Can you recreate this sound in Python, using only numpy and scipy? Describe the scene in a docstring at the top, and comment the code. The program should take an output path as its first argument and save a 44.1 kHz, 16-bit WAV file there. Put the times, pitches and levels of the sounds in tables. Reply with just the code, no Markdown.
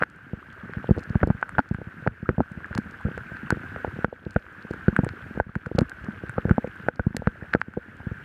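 """Heavy rain on a flooded lawn, heard from inside a sealed camera housing that stands in the water.
From the start, countless small drops make a muffled wash, while big ones thud and knock on the shell
and ring the air pocket in front of the microphone. After hard blows the wash ducks and creeps back.
Droplets tick as they burst on the wet port, the tube to the microphone: loudest near 3.5, 5.8 and
7.2 s. A last flurry of pings comes around 7.6 s, and the rain goes on to the end."""
import sys
import numpy as np
from scipy import signal
from scipy.fft import rfft, irfft, next_fast_len
from scipy.io import wavfile
from scipy.ndimage import uniform_filter1d, map_coordinates

SR = 44100
rng = np.random.default_rng(int(sys.argv[2]) if len(sys.argv) > 2 else 0)


def store_pcm(level_fs):
    """Save levels as 16-bit WAV."""
    pcm = np.round(np.clip(level_fs, -1, 1) * 32767).astype(np.int16)
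    wavfile.write(sys.argv[1], SR, np.atleast_2d(pcm).T)


N = 363384

# Levels are starting values, before later shaping. "Loss" is how fast a ring dies away.
# strength of the background rain: t/s, wash level/dB, patter level/dB
RAIN_STRENGTH = [(0, -39, -43), (1, -43.5, -38), (2, -42.5, -42.5), (3, -43, -41.5), (4, -41, -40.5),
                 (5, -41, -41), (6, -41, -39), (7, -41.5, -42), (8.24, -41, -43.5)]
# tone colour of far rain through the shell: f/Hz, level/dB
WASH_COLOUR = [(18, -41.5), (30, -15.5), (90, -2), (130, -16.5), (213, -7.5), (591, -24), (970, -20.5),
               (1110, -24.5), (1550, -2), (1970, -19), (2760, -25.5), (3780, -40), (5310, -45),
               (15500, -56)]
# sudden dips of the background: t/s, depth/dB
BACKGROUND_DUCKS = [(0.04, 13), (0.91, 4.5), (1.235, 7), (1.589, 9), (2.075, 11), (2.29, 8.5), (4.05, 12.5),
                    (4.96, 3.5), (5.405, 12.5), (6.51, 4.5), (6.89, 12.5), (7.275, 6), (7.552, 12.5),
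                    (7.618, 12.5)]
# notes the shell goes on ringing with: f/Hz, width/Hz, level/dB
SHELL_NOTES = [(210.8, 51, -5.5), (486, 36, -9), (861, 96, -4)]
# bubbles closing beside the port: t/s, level/dB, starting f/Hz, loss/dB per cycle
CLOSING_BUBBLES = [(1.2115, -24, 1750, 3), (2.256, -29, 1200, .9), (2.632, -34, 1400, 1),
                   (7.4115, -23, 1480, 3), (7.4315, -19, 1650, 4), (7.778, -24, 500, 4)]
# tiny bubbles that squeak in the port: t/s, level/dB
PORT_SQUEAKS = [(1.493, -35), (4.9653, -30.5), (5.0467, -30), (6.295, -34.5)]
# droplets bursting on the port: t/s, level/dB, f/Hz
PORT_TICKS = [(0.0287, -43, 4900), (0.033, -50.5, 4130), (0.1004, -45.5, 7400), (0.1613, -50, 8400),
              (.5285, -47, 6130), (.7356, -52, 4660), (0.909, -44.5, 4600), (0.9656, -48.5, 9000),
              (.9844, -40, 5100), (0.994, -36.5, 5800), (1.0072, -48, 7000), (1.0326, -43, 5500),
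              (1.038, -39.5, 6300), (1.098, -42, 5440), (1.23, -45.5, 5540), (1.2722, -38.5, 10600),
              (1.2743, -42.5, 5040), (1.4142, -45, 6540), (1.5828, -42, 3870), (1.5917, -37, 3860),
              (1.601, -46, 4750), (1.69, -43.5, 5900), (1.741, -48.5, 7700), (1.7456, -51.5, 8900),
              (2.0752, -42, 3870), (2.519, -43.5, 8450), (2.6612, -48, 7000), (2.751, -24, 5440),
              (2.779, -20, 6450), (2.911, -41.5, 6400), (3.012, -48.5, 8340), (3.178, -37.5, 7060),
              (3.3687, -45, 3830), (3.505, -12.5, 6700), (4.045, -45.5, 4800), (4.252, -47.5, 3560),
              (4.3086, -37, 5960), (4.334, -52, 7300), (4.3428, -45.5, 7600), (4.396, -56, 5200),
              (4.527, -56, 7800), (4.625, -45, 4170), (4.7067, -49, 5900), (4.71, -39, 8600),
              (4.7118, -43, 5000), (4.7359, -41.5, 7200), (4.883, -44.5, 4100), (5.09, -31, 4700),
              (5.555, -40.5, 7060), (5.663, -40, 6700), (5.7601, -45, 5400), (5.7883, -13.5, 4840),
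              (5.8088, -32, 7300), (5.8961, -28, 7800), (6.0457, -42, 6200), (6.495, -43, 6660),
              (6.512, -45, 5230), (6.6751, -46.5, 6200), (6.7598, -47, 9200), (6.9593, -42, 5230),
              (7.167, -11.5, 7180), (7.272, -40.5, 3800), (7.5332, -43, 5070), (7.537, -25.5, 3930),
              (7.5495, -42.5, 5400), (7.602, -50, 8200), (7.6113, -43.5, 5860), (7.6153, -40.5, 4500),
              (7.7375, -53, 6850), (7.9688, -49, 7800)]
# drops that ring the air pocket: t/s, level/dB, f/Hz, loss/dB per cycle
POCKET_PINGS = [(.0068, -20.5, 1430, 3.5), (0.0185, -12, 1310, 8), (.0235, -1, 1490, 5),
                (.0344, -2, 1530, 5), (.7358, -17, 1580, 5), (1.1542, -23.5, 1600, 2.5),
                (1.2319, -9, 1480, 3), (1.302, -17, 1380, 5), (1.4275, -8, 1520, 2.5),
                (1.4925, -15, 1470, 7.5), (1.5836, -4, 1470, 3), (1.5913, -8, 1420, 2.5),
                (1.6018, -18.5, 1520, 3.5), (1.7462, -15.5, 1500, 7), (2.0748, -3.5, 1450, 7),
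                (2.291, -1.5, 1420, 10), (2.4046, -23.5, 1300, 2.5), (2.6442, -21.5, 1680, 1.5),
                (2.7285, -22, 1530, 2.5), (2.7762, -14.5, 1560, 5.5), (3.1787, -15.5, 1510, 7),
                (3.3688, -22.5, 1550, 2.5), (3.5048, -6, 1497, 3), (3.515, -24.5, 1534, -0.5),
                (3.5212, -15, 1580, 4.5), (3.7611, -13.5, 1430, 7.5), (3.847, -23.5, 1426, 1.5),
                (4.0458, -6, 1444, 4), (4.3624, -9.5, 1460, 2.5), (4.7366, -24.5, 1446, 2.5),
                (4.8823, -12.5, 1510, 2), (4.9642, -3, 1530, 4), (4.9913, -11, 1330, 11),
                (5.0471, -17, 1550, 7.5), (5.0899, -11, 1590, 13.5), (5.4004, -12, 1530, 2),
                (5.5542, -13, 1510, 4.5), (5.6604, -18.5, 1480, 3.5), (5.7843, -13, 1360, 5),
                (5.7906, -16, 1270, 7), (5.8109, -14.5, 1420, 7), (5.917, -24, 1560, 1.5),
                (6.295, -19, 1520, 2.5), (6.381, -16, 1310, 3.5), (6.4944, -14, 1530, 2.5),
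                (6.5112, -11, 1400, 4), (6.8857, -6.5, 1507, 3), (6.9954, -16.5, 1500, 1.5),
                (7.1671, -13.5, 1780, 6), (7.2727, -5, 1400, 6.5), (7.5336, -14, 1590, 5),
                (7.5369, -0.5, 1570, 5), (7.5497, -7, 1520, 4.5), (7.5561, -23, 1330, 2),
                (7.614, -29, 1540, 8), (7.6153, -2, 1540, 7), (7.7378, -25.5, 1470, 5.5)]
# big drops on the shell: t/s, then level/dB, f/Hz, loss/dB per cycle for the thud and again for the knock
BIG_DROPS = [(0.014, -13, 217, 29, -21, 590, 3), (0.0183, -8.5, 127, 44, -3, 590, 26),
             (0.022, -33, 242, 15, -1, 543, 13.5), (0.034, -29, 314, 7, -18, 1020, 30),
             (0.3331, -3, 114, 47, -13, 345, 21), (0.634, -26, 194, 10.5, -20, 682, 32),
             (0.6947, -25, 240, 16, -27, 375, 7.5), (0.7694, -7, 104, 28, -16, 433, 35),
             (0.801, -30, 240, 8, -24, 682, 33), (0.8429, -39, 310, 16, -4, 536, 30),
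             (0.8912, 1.5, 173, 45, -9, 380, 9.5), (0.9087, 13, 110, 45.5, -16, 344, 5),
             (0.9659, -16, 79, 16, -5, 320, 30), (0.9774, -12.5, 83.4, 22, 2.5, 320, 30),
             (0.984, -8, 104, 47, -11.5, 412, 17), (1.1031, -7.5, 118, 24, -33, 391, 4),
             (1.1546, 7.5, 103, 41.5, -2.5, 570, 22), (1.214, -23, 170, 2, -40, 337, 3),
             (1.23, -25, 200, 30, 1, 900, 25), (1.2313, 9, 81, 51, 15, 403, 37),
             (1.2366, -10.5, 264, 8.5, 4.5, 497, 25.5), (1.247, -24.5, 174, 3, -17, 320, 20),
             (1.2733, -3.5, 126, 37, 1.5, 320, 25), (1.287, -27.5, 213, 5.5, -19, 391, 11.5),
             (1.302, 4, 145, 27.5, 1.5, 510, 22), (1.3108, -26, 208, 13, -7, 1020, 32),
             (1.347, -9, 86, 43, -36, 372, 1), (1.4271, -49, 152, 1, 1, 940, 24),
             (1.5829, -6.5, 106, 20, 9, 930, 28), (1.591, -12, 265, 5, 1.5, 793, 10),
             (1.7113, 0.5, 120, 39, -26, 510, 11), (1.7453, -10, 110, 26, -20, 455, 37),
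             (1.786, -15, 143, 41, -16, 320, 32), (1.816, -18, 118, 31, -5.5, 375, 30),
             (1.871, -14.5, 110, 33, -47, 504, 11), (2.024, -24.5, 134, 12, -22, 391, 19),
             (2.065, -20, 77.5, 8, 10, 440, 43), (2.0746, -0.5, 123, 28, 13.5, 510, 41),
             (2.2283, -7, 118, 43, -51, 965, 2), (2.2905, 3.5, 108, 43, 7.5, 324, 21.5),
             (2.2986, -28, 126, 13, -3.5, 326, 20), (2.306, -12.5, 173, 24, -30, 320, 10),
             (2.325, -17, 85.4, 38, -27, 555, 29), (2.3815, 0, 135, 34, -2.5, 490, 20),
             (2.3942, -14, 80, 11, -14.5, 360, -4), (2.4044, -4.5, 276, 11.5, 6, 590, 19.5),
             (2.4119, -15.5, 230, 14, -44, 586, 9), (2.515, -21, 162, 18, -38.5, 530, 4),
             (2.5736, -9, 99, 48, -36.5, 535, 4), (2.7091, -11.5, 80.5, 39, -31, 590, 0.5),
             (2.751, -44, 134, 20, -6, 1020, 26), (2.756, -7, 91, 39, -45, 504, 3),
             (2.765, -21, 109, 24, -32, 504, 2), (2.7766, -24, 111, 21, -1.5, 905, 28),
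             (2.786, -8, 228, 13, -1, 717, 45), (3.0507, 4.5, 80.6, 52, -24, 385, 2.5),
             (3.0656, -20.5, 180, 7, -24, 468, 3), (3.0739, -19, 80, 24, -30, 330, 1),
             (3.085, -25, 160, 3, -5, 352, 26), (3.114, -22, 173, 29, -12, 320, 32),
             (3.1764, -10, 118, 55, -10.5, 414, 16), (3.3183, -19, 134, 24, -8, 320, 37),
             (3.4308, -23, 228, 7.5, -29, 557, 35), (3.5045, -6.5, 243, 39, -16.5, 970, 3),
             (3.5248, 1.5, 118, 42, 4.5, 287, 28), (3.5709, -11, 143, 47, -10, 337, 32),
             (3.6354, -33, 244, 2, -35, 616, 36), (3.7618, -9, 103, 50, -10.5, 500, 17),
             (3.847, -16.5, 84.6, 49, 11, 540, 41), (3.8769, -14, 112, 20, -10, 336, 18.5),
             (3.964, -21, 197, 17, -31, 394, 3), (3.989, -14, 152, 29, -7.5, 320, 26),
             (4.0451, -1.5, 197, 39, 7.5, 446, 29.5), (4.081, -20.5, 150, 32, -27, 500, 20),
             (4.127, -22, 85, 48, -13, 506, 11.5), (4.265, -5, 122, 49.5, -15, 330, 12.5),
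             (4.3598, 6.5, 88.5, 56, -17, 366, 10), (4.3631, -14.5, 276, 9, 2.5, 517, 15.5),
             (4.6494, -22, 221, 16.5, -35, 396, -1), (4.709, -8.5, 131, 36, -4, 317, 19.5),
             (4.741, -17, 185, 41, -22, 380, 13), (4.8818, 10.5, 138, 41, -9, 344, 1),
             (4.927, -21, 207, 7, -27, 455, 19), (4.9645, -30, 194, 0, 4, 1010, 38),
             (4.9894, 8, 168, 44, 3, 440, 36), (4.997, -16.5, 250, 5.5, -20, 320, 24),
             (5.0337, 0, 127, 38, -21, 610, 4.5), (5.04, -5, 80, 50, -24, 800, 6),
             (5.0657, -15.5, 127, 15, -2, 358, 21), (5.108, -22, 85, 16, -49, 372, 9),
             (5.3092, -21.5, 239, 13, -19, 1020, 30), (5.357, -24, 80, 23, -33, 479, 2),
             (5.375, -10.5, 178, 34, -1.5, 350, 34), (5.4002, -2.5, 78, 40, 10.5, 614, 24.5),
             (5.466, -17, 105, 40, -27, 320, 34), (5.492, -16.5, 111, 40, -51, 372, 10),
             (5.5542, -28, 90, 17, -26, 1070, -3), (5.561, -2, 114, 39, -43, 374, 18),
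             (5.6657, -13.5, 118, 24, -23.5, 475, 5), (5.7147, -15, 118, 31, -3.5, 342, 21.5),
             (5.7494, 1, 110, 48, -33, 527, 3), (5.784, 8, 143, 60, -5, 496, 3.5),
             (5.7866, -9, 240, 8.5, -13.5, 600, 1), (5.7929, -32, 272, 7, -8, 455, 16),
             (5.8038, -26, 225, 7, -27, 433, 16), (5.8155, 6, 132, 43, -9, 305, 18),
             (5.8248, -15.5, 250, 6.5, -8, 890, 40), (6.0383, -19.5, 110, 24, -38, 530, 3),
             (6.085, -15.5, 213, 9.5, -26, 586, 9.5), (6.2367, -11.5, 134, 36, -9, 327, 20.5),
             (6.3805, 0, 112, 51, -5, 513, 7.5), (6.383, -7, 300, 37, -13, 560, 12),
             (6.4532, 2, 126, 40, 2, 320, 29), (6.474, -8, 80, 47, -29, 648, 6),
             (6.484, -13, 85, 22, -21, 455, 4.5), (6.4983, -22, 80, 29, -3.5, 320, 29),
             (6.509, 12.5, 104, 48, -29, 530, 2), (6.5209, -22.5, 173, 3.5, -26, 320, 14),
             (6.5811, -9.5, 253, 7.5, 11, 530, 30.5), (6.644, -6.5, 197, 43, -13.5, 500, 1),
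             (6.674, -19, 223, 19, -21, 372, 11.5), (6.799, -29.5, 171, 8, -38, 320, 3),
             (6.8665, -26, 119, 13, -11, 320, 40), (6.8854, -2.5, 316, 40, 4.5, 557, 17),
             (6.9948, -0.5, 81.4, 41, -11.5, 496, 13), (6.9949, -25, 200, 37, -2, 526, 30),
             (7.0002, -8, 242, 47, -26, 940, 34), (7.0668, 1.5, 130, 25, -13, 540, 24),
             (7.1057, -14, 110, 43, -44, 970, 9), (7.1465, -18.5, 244, 8, -9.5, 606, 28),
             (7.1671, -10, 118, 44, -6, 393, 23), (7.193, -9.5, 80, 44, -38, 410, 2),
             (7.2208, -25, 240, 11, -8.5, 500, 17.5), (7.272, 8.5, 116, 50.5, -1.5, 425, 15.5),
             (7.424, -11.5, 111, 41, -13.5, 318, 26), (7.5369, -29, 118, 13, -3, 815, 25),
             (7.5495, 4, 280, 31, 1.5, 470, 18.5), (7.565, -19, 110, 26, -29, 560, 7),
             (7.597, -23.5, 130, 35, -42, 400, 22), (7.6152, -40, 255, 1, -20, 1020, 28),
             (7.6826, -18.5, 210, 22, -19, 1020, 32), (7.7692, -17, 180, 37, -15, 417, 17),
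             (7.773, -5, 170, 36, -8.5, 370, 10.5), (7.885, -23, 204, 40, -29, 600, 23),
             (8.0023, -22.5, 80, 27, -24.5, 754, 12), (8.031, -32, 200, 31, -27, 450, 20),
             (8.0684, -5.5, 108, 35, -33, 325, 17), (8.1148, -8.5, 98, 29, -16.5, 324, 16)]
# the crown of each splash falling back: delay/s, level against the thud/dB, f/Hz, loss/dB per cycle
CROWN_FALLBACK = [(.0062, -14, 247, 51), (.0068, -30, 356, 19)]
# echo from the port's far end: delay/s, share sent back
TUBE_ECHO = (77e-6, 0.47)

HISS_DB = -72.5  # the microphone's own noise
RECOVERY_S = 0.64  # time for a duck's depth in dB to shrink to about a third
SQUEAK_HZ, SQUEAK_LOSS_DB = 8550, 4.5  # pitch, loss per cycle
TICK_LOSS_DB, TICK_HARDENS = 11, 0.24  # loss per cycle of a middling tick, extra loss per dB of strength
LEAST_LOSS_DB = 5  # per cycle; the wet shell never swings more freely than this
CEILING, TOP_HZ = .77, 15400  # the microphone's limits: peak size, highest pitch


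def amp(db):
    """Turn decibels into a number to multiply by."""
    return 10 ** (np.asarray(db) / 20)


def unit(x):
    """Scale a sound to an average power of one."""
    return x / np.sqrt(np.mean(x ** 2) + 1e-20)


def filtered(x, response):
    """Colour a sound; response(hz) says how much of each frequency gets through."""
    size = next_fast_len(N + 8192)
    hz = np.fft.rfftfreq(size, 1 / SR)
    return irfft(rfft(x, size) * response(hz), size)[..., :N]


def wobble(rate):
    """A smooth random curve through `rate` points a second."""
    points = rng.standard_normal(int(N * rate / SR) + 4)
    return map_coordinates(points, [np.arange(N) * rate / SR])


def rows(s, db, hz, loss_db):
    """Make rows for rings(); a single value serves every row."""
    return np.transpose(np.broadcast_arrays(s, db, hz, loss_db))


def rings(events, rise, count, rough=0, climb=0):
    """One fading tone, `count` samples long, for each row of t/s, level/dB, f/Hz, loss/dB per cycle."""
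    s, db, hz, loss_db = np.transpose(events)[:, :, None]
    samples = np.ceil(s * SR) + np.arange(count)
    cycles = hz * (samples / SR - s)
    swing = np.sin(2 * np.pi * cycles * (1 + climb * cycles / 2))  # climb: pitch gain per cycle
    splash = rough * rng.standard_normal(cycles.shape)
    onset = (1 - np.exp(-cycles / rise)) ** 2  # water lands softly; rise is in cycles
    decay = amp(db - cycles * np.clip(loss_db, .3, 60))
    ending = np.minimum(np.arange(count, 0, -1) * 8 / count, 1)
    tones = decay * onset * ending * (swing + splash)
    return np.bincount(samples.astype(int).ravel(), tones.ravel(), N + count + SR)[:N]  # add them all up


def shower(hz, spread, loss_db, scatter_db, count):
    """Rows for drops at random times, pitched around hz, a few much bigger than the rest."""
    when, size = rng.random((count, 2)).T
    pitch_luck, loss_luck = rng.standard_normal((count, 2)).T
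    size_db = np.minimum(-scatter_db * np.log(1 - size), 15)
    pitch = np.clip(hz * np.exp(spread * pitch_luck), 50, 15000)
    return rows(when * N / SR, size_db, pitch, loss_db * np.exp(0.37 * loss_luck))


def port(x):
    """The short wet tube: fine spray trails each sound, an echo notches the treble, the top rolls off."""
    delay, share = TUBE_ECHO
    t = np.arange(400) / SR
    spray = amp(-21.5 - 60 * t / 0.01) * rng.standard_normal(len(t))
    x = x + signal.fftconvolve(x, spray)[:N]
    gain = amp(12.5)  # the narrow tube concentrates the pressure
    echo = lambda hz: share * np.exp(-2j * np.pi * hz * delay)
    return filtered(x, lambda hz: gain * (1 + echo(hz)) / (1 + 1j * hz / 11000) ** 4)


def shell(x):
    """The thick shell dulls each blow and rings on after it."""
    def response(hz):
        ringing = sum(amp(db) * 1j * hz * width / (note ** 2 - hz ** 2 + 1j * hz * width)
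                      for note, width, db in SHELL_NOTES)
        dulling = 1 - (hz / 3200) ** 2 + 1.4j * hz / 3200
        return (1 + ringing) / dulling
    return filtered(x, response)


def wash():
    """Far rain: noise with shifting louder patches, coloured by the shell and the air pocket."""
    spectrum = signal.stft(rng.standard_normal(N), nperseg=256)[2]
    patches = uniform_filter1d(rng.standard_normal(spectrum.shape), 4, axis=0)  # smooth across pitch
    patches = uniform_filter1d(patches, 8, axis=1)  # and across time
    noise = signal.istft(spectrum * amp(1.6 * unit(patches)), nperseg=256)[1][:N]
    hz, db = np.transpose(WASH_COLOUR)
    return unit(filtered(noise, lambda f: amp(np.interp(np.log(f + 1), np.log(hz + 1), db))))


def patter():
    """Smaller drops on and around the shell: soft thuds, knocks, pings, plinking bubbles and spray."""
    thuds = rings(shower(149, 0.46, loss_db=18, scatter_db=2, count=500), rise=0.24, count=1500)
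    knocks = rings(shower(529, 0.41, loss_db=7, scatter_db=3, count=900), rise=0.052, count=700)
    pings = rings(shower(1500, 0.11, loss_db=9, scatter_db=2.5, count=4000), rise=0.93, count=600)
    small_bubbles = shower(2350, 0.15, loss_db=8.5, scatter_db=5.5, count=3000)
    plinks = rings(small_bubbles, rise=0.79, climb=0.027, count=300)
    droplets = shower(5700, 0.44, loss_db=9.5, scatter_db=1, count=6000)
    spray = port(rings(droplets, rise=0.1, rough=.15, count=120))
    return (amp(-1.5) * unit(thuds) + amp(-11.5) * unit(knocks) + amp(-5.5) * unit(pings)
            + amp(-19) * unit(plinks) + amp(-30) * unit(spray))


def ducking():
    """At each listed time the background drops at once and creeps back; the deepest dip rules."""
    t = np.arange(N) / SR
    dips_db = [db * (t > s) * np.exp(-np.maximum(t - s, 0) / RECOVERY_S) for s, db in BACKGROUND_DUCKS]
    return amp(-np.max(dips_db, axis=0))


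def bubbles():
    """Bubbles close beside the port and ring with a climbing pitch."""
    return rings(CLOSING_BUBBLES, rise=1.5, climb=.017, count=1100)


def squeaks():
    """Tiny bubbles in the port ring very high and very briefly."""
    s, db = np.transpose(PORT_SQUEAKS)
    return rings(rows(s, db, SQUEAK_HZ, SQUEAK_LOSS_DB), rise=0.35, count=160)


def ticks():
    """Droplets burst on the port: big ones are dull cracks, small ones ring."""
    s, db, hz = np.transpose(PORT_TICKS)
    loss_db = TICK_LOSS_DB + TICK_HARDENS * (db - db.mean())
    return -rings(rows(s, db, hz, loss_db), rise=0.1, rough=0.095, count=160)  # pressure falls first


def pocket_pings():
    """Drops ring the air pocket; the film of water over it shifts the pitch from drop to drop."""
    return rings(POCKET_PINGS, rise=0.31, count=800)


def big_drops():
    """Big drops hit the shell: the wide splash thuds, the tight core knocks, the crown falls back."""
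    s, thud_db, thud_hz, thud_loss_db, knock_db, knock_hz, knock_loss_db = np.transpose(BIG_DROPS)
    thuds = rows(s, thud_db, thud_hz, np.maximum(thud_loss_db, LEAST_LOSS_DB))
    crowns = [rows(s + delay, thud_db + db, hz, loss_db) for delay, db, hz, loss_db in CROWN_FALLBACK]
    knocks = rows(s, knock_db, knock_hz, np.maximum(knock_loss_db, LEAST_LOSS_DB))
    return rings(np.vstack([thuds, *crowns]), rise=.1, count=1500) + rings(knocks, rise=.33, count=1000)


def scene():
    """Lay the near drops over the swelling, ducking background, in one channel."""
    t = np.arange(N) / SR
    s, wash_db, patter_db = np.transpose(RAIN_STRENGTH)
    gust_db = wobble(2.2)
    swell_db = gust_db + .8 * wobble(12)
    far = amp(np.interp(t, s, wash_db) + swell_db) * wash()
    around = amp(np.interp(t, s, patter_db) + 0.34 * gust_db) * patter()
    hiss = amp(HISS_DB) * rng.standard_normal(N)
    background = ducking() * (far + around + hiss)
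    near = shell(big_drops() + pocket_pings() + bubbles()) + port(ticks() + squeaks())
    return (background + near)[None]


def record(dry):
    """The microphone loses the deep bass, rounds off the biggest peaks and cuts the highest treble."""
    bass_cut = signal.butter(2, 62, "high", fs=SR, output="sos")
    rumble_cut = signal.butter(2, 38, "high", fs=SR, output="sos")
    thinned = signal.sosfilt(np.vstack([bass_cut, rumble_cut]), dry)
    rounded = thinned / (1 + np.abs(thinned / CEILING) ** 6) ** (1 / 6)
    return filtered(rounded, lambda hz: hz < TOP_HZ)


dry = scene()
out = record(dry)
store_pcm(out)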